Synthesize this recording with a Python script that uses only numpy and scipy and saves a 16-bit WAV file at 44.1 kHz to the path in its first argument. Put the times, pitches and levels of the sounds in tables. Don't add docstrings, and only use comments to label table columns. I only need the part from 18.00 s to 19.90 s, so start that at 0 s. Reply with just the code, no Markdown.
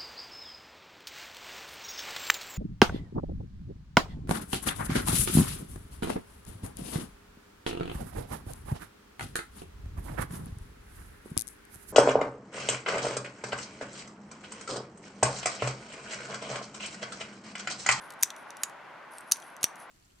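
import sys
import numpy as np
from scipy import signal
from scipy.fft import rfft, irfft, next_fast_len
from scipy.io import wavfile
from scipy.ndimage import uniform_filter1d

SR = 44100
rng = np.random.default_rng(int(sys.argv[2]) if len(sys.argv) > 2 else 0)


def wav_out(sig):
    wavfile.write(sys.argv[1], SR, np.round(np.clip(np.atleast_2d(sig).T, -1, 1) * 32767).astype(np.int16))


N = 83790
TIME = np.arange(N) / SR
CLICK_TIME = TIME[:4096]

# (frequency [Hz], level [dB])
CRACK_TONE = [(60, -35), (200, -48.5), (1000, -6.5), (2200, -8), (4500, -2), (7000, -3.5), (10000, 1.5),
              (12500, -3.5), (14500, -4), (16500, -12)]


def snaps():
    # (time [s], ring level [dB], ring length [ratio], ring treble tilt [dB/octave], crack [dB],
    #  overload thump [dB])
    hits = [(0.2332, -0.5, 0.97, 4.5, 6.5, -31.5), (1.3188, -7.5, 0.27, -2, -8.5, -25),
            (1.3208, 2.5, 0.62, 6, 3, -34), (1.6420, 0.5, 0.84, -3, 1, -3.5)]
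    out, t = np.zeros(N), CLICK_TIME
    overload_cutoff_hz = 2390
    overload_thump = unit(t * np.exp(-2 * np.pi * overload_cutoff_hz * t))
    for start, ring_db, ring_length, tilt_db, crack_db, overload_db in hits:
        wood = from_db(ring_db) * tilted(wooden_body(t, ring_length), tilt_db)
        contact = from_db(crack_db) * crack(t, CRACK_TONE, fade_s=.005)
        add(out, start, wood + contact + from_db(overload_db) * overload_thump)
    return out


def wooden_body(t, ring_length=1):
    # (frequency [Hz], level [dB], fade time [s])
    other_tones = [(2700, -31, 0.013), (3660, -29, .007), (4500, -25, .006), (5874, -25.5, .009),
                   (6180, -23.5, 0.0055), (9350, -19, .007), (9530, -21, .004), (10510, -22.5, .004),
                   (11400, -23.5, .004), (12800, -31, .003)]
    main_hz = 5970
    main = from_db(-9.5) * ring(t, main_hz, fade_s=.015 * ring_length)
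    tail = from_db(-44) * ring(t, main_hz, fade_s=.055)
    others = sum(from_db(db) * ring(t, hz, fade_s * ring_length) for hz, db, fade_s in other_tones)
    bass_cut = signal.butter(2, 1890, "high", fs=SR, output="sos")
    return signal.sosfilt(bass_cut, main + tail + others)


def slips():
    # (time [s], level [dB], time at full force [s], treble tilt [dB/octave])
    bursts = [(0.2264, 1.5, 0.0014, 1.5), (0.6339, 0.5, 0.0012, -2), (1.314, -5.5, 0.0013, -1.5),
              (1.6305, -3, 0.00088, -3.5)]
    # (frequency [Hz], width [Hz], level [dB])
    resonances = [(2950, 700, -13), (4100, 860, -13), (5700, 570, -13.5), (6840, 320, 6),
                  (7460, 500, -12.5), (8590, 610, -3), (9800, 890, -15), (10860, 1300, -10)]
    out = np.zeros(N)
    for start, db, hold_s, tilt_db in bursts:
        force = fade(CLICK_TIME - hold_s, fade_s=.016)
        chatter = resonate(grit(force), resonances)
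        scrape = from_db(-6.5) * unit(colour(grit(force), CRACK_TONE))
        add(out, start, from_db(db) * unit(tilted(chatter + scrape, tilt_db)))
    return out


def knocks():
    # (time [s], level [dB], treble tilt [dB/octave])
    hits = [(0.3040, -24, -3.5), (0.5053, -30.5, -1.5), (0.364, -35.5, 1), (1.359, -36, -6),
            (1.4212, -38, -1), (1.4260, -41, -8), (1.5660, -36.5, 5)]
    # (frequency [Hz], level [dB])
    knock_tone = [(200, -39), (1200, -22), (2600, 2.5), (3400, 5.5), (4800, -8.5), (6800, 1.5),
                  (9000, -2.5), (12000, -9.5), (16000, -25)]
    out = np.zeros(N)
    for start, db, tilt_db in hits:
        contact = from_db(6.5) * crack(CLICK_TIME, knock_tone, fade_s=.0097)
        add(out, start, from_db(db) * tilted(wooden_body(CLICK_TIME) + contact, tilt_db))
    return out


def ticks():
    # (time [s], level [dB], boost of the wire's ring [dB])
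    catches = [(0.1049, -22, -3.5), (0.1220, -32.5, 3.5), (0.1373, -33, -6), (0.2110, -31, -8),
               (0.569, -24, -9), (0.697, -32, -15), (1.1833, -25, 13), (1.2072, -33, 14), (1.369, -25, -24),
               (1.4008, -29, -16), (1.6112, -33, -2.5), (1.757, -29.5, -34), (1.7680, -39, -17)]
    # (frequency [Hz], level [dB])
    tick_tone = [(100, -42.5), (500, -27), (2500, -11.5), (5000, -2), (8000, -5), (11000, -3), (14000, -11),
                 (16500, -18.5)]
    out = np.zeros(N)
    wire = from_db(-23) * ring(CLICK_TIME, hz=8420, fade_s=.015)
    for start, db, wire_db in catches:
        click = crack(CLICK_TIME, tick_tone, fade_s=.015)
        add(out, start, from_db(db) * (click + from_db(wire_db) * wire))
    return out


def rubbing():
    # (start [s], length [s], level [dB])
    slides = [(0.0, 0.12, -55.5), (0.07, 0.11, -63), (0.186, .09, -57), (0.351, 0.12, -57.5),
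              (0.461, 0.091, -69), (0.579, 0.17, -56), (1.102, 0.12, -54.5), (1.194, 0.08, -62),
              (1.25, 0.18, -57.5), (1.39, 0.2, -57), (1.603, 0.061, -54), (1.772, 0.11, -53.5)]
    # (frequency [Hz], width [Hz], level [dB])
    resonances = [(4706, 1000, -19.5), (6260, 550, -18.5), (9350, 400, -8), (10200, 400, -0.5),
                  (10950, 450, -2.5), (12800, 700, -15)]
    # (frequency [Hz], gain [dB])
    soft_contact = [(2000, 0), (6000, 3.5), (8000, -4.5), (9800, -3.5), (11000, -4), (12200, -9.5),
                    (14000, -10.5), (16000, -17)]
    rough_db, skew = 3, .63
    bumps = unit(uniform_filter1d(rng.standard_normal(N), 160)) * np.sqrt(N)
    friction = rng.standard_normal(N) * from_db(rough_db * bumps)
    hiss = resonate(friction, resonances) * np.sqrt(N)
    speed = np.zeros(N)
    for start, length, db in slides:
        progress = np.clip((TIME - start) / length, 0, 1)
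        speed += from_db(db) * np.sin(np.pi * progress ** skew) ** 2
    return colour(hiss * speed, soft_contact)


def room(sound):
    # (frequency [Hz], gain [dB])
    echo_tone = [(200, -11.5), (1500, -2.5), (3000, 2), (4500, 0.5), (6000, -1), (7500, 1.5), (11000, -2),
                 (13000, -7.5), (16000, -10)]
    t = TIME[:16384] - .003

    def echoes():
        early = unit(rng.standard_normal(len(t)) * (t > 0) * fade(t, fade_s=.06))
        late = unit(rng.standard_normal(len(t)) * (t > 0) * fade(t, fade_s=.22))
        response = colour(from_db(-15) * early + from_db(-22) * late, echo_tone)
        return signal.fftconvolve(sound, response)[:N]
    return stereo(echoes(), from_db(-6.5) * echoes())


def air():
    # (frequency [Hz], level [dB])
    air_tone = [(15, -44.5), (30, -36.5), (52, -21), (80, -25), (120, -18), (152, -9.5), (185, -12),
                (300, -9.5), (480, -10.5), (620, -4), (760, -4.5), (900, -2), (1150, -2.5), (1300, -5.5),
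                (1480, -2.5), (1700, -8), (2050, -10), (2500, -15), (3200, -21.5), (4200, -28), (6000, -34),
                (8000, -40), (11000, -43.5), (16000, -50)]
    # (time [s], level before the boost [dB])
    drift = [(0.0, -47.5), (0.19, -48), (0.624, -47.5), (1.312, -49.5), (1.9, -48.5)]
    # (frequency [Hz], side compared with mid [dB])
    width = [(30, -23.5), (90, -12), (180, -7), (350, -4.5), (700, -6.5), (1400, -11), (4000, -4),
             (14000, -1.5)]
    boost_db, pan_db = .5, .9
    mid, side = colour(rng.standard_normal((2, 2 * N)), air_tone)[:, N:]
    level_db = boost_db + np.interp(TIME, *np.transpose(drift))
    gain = from_db(level_db + pan_db * np.array([[.5], [-.5]]))
    return gain * stereo(mid, colour(side, width)) / np.std(mid)


def crack(t, tone, fade_s):
    return unit(colour(grit(fade(t, fade_s)), tone))


def grit(strength):
    return rng.choice([-1, 1], len(strength)) * strength


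def ring(t, hz, fade_s):
    return np.sin(2 * np.pi * hz * t) * fade(t, fade_s)


def fade(t, fade_s):
    return from_db(-60 * np.maximum(t, 0) / fade_s)


def resonate(x, resonances):
    out = 0
    for hz, width, db in resonances:
        decay = np.exp(-np.pi * width / SR)
        feedback = [1, -2 * decay * np.cos(2 * np.pi * hz / SR), decay * decay]
        out = out + from_db(db) * unit(signal.lfilter([1, 0, -1], feedback, x + 1e-18))
    return unit(out)


def colour(x, points):
    size = 2 * next_fast_len(x.shape[-1])
    hz, db = np.transpose(points)
    freqs = np.maximum(np.fft.rfftfreq(size, 1 / SR), 1)
    gain = from_db(np.interp(np.log(freqs), np.log(hz), db))
    cepstrum = irfft(np.log(gain))
    cepstrum[1:size // 2] *= 2
    cepstrum[size // 2 + 1:] = 0
    return irfft(rfft(x, size) * np.exp(rfft(cepstrum)))[..., :x.shape[-1]]


def tilted(x, tilt_db):
    return colour(x, [(1500, -2 * tilt_db), (12000, tilt_db), (24000, tilt_db)])


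def from_db(db):
    return 10 ** (np.asarray(db) / 20)


def unit(x):
    return x / np.sqrt(np.sum(x ** 2) + 1e-20)


def add(out, start_s, sound):
    i = int(start_s * SR)
    out[i:i + len(sound)] += sound[:N - i]


def stereo(mid, side):
    return np.array([mid + side, mid - side])


def scene():
    # (time [s], left minus right [dB])
    position = [(0.23, .3), (0.63, .8), (1.32, .1), (1.64, -.8)]
    toy = slips() + snaps() + knocks() + ticks() + rubbing()
    pan_db = np.interp(TIME, *np.transpose(position))
    direct = toy * from_db(np.array([pan_db, -pan_db]) / 2)
    return direct + room(toy) + air()


def record(dry):
    # (frequency [Hz], gain [dB])
    microphone = [(1000, -1), (12000, 1), (14500, -6), (16500, -10)]
    left_lead, peak_limit = .22, 1.25
    phase = left_lead * np.fft.rfftfreq(2 * N, 1 / SR) / 10000
    shift = np.exp(.5j * phase * np.array([[1], [-1]]))
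    heard = irfft(rfft(dry, 2 * N) * shift)[:, :N]
    rounded = peak_limit * np.tanh(heard / peak_limit)
    treble_cut = signal.cheby2(16, 60, 17000, fs=SR, output="sos")
    return signal.sosfilt(treble_cut, colour(rounded, microphone))


dry = scene()
out = record(dry)
wav_out(out)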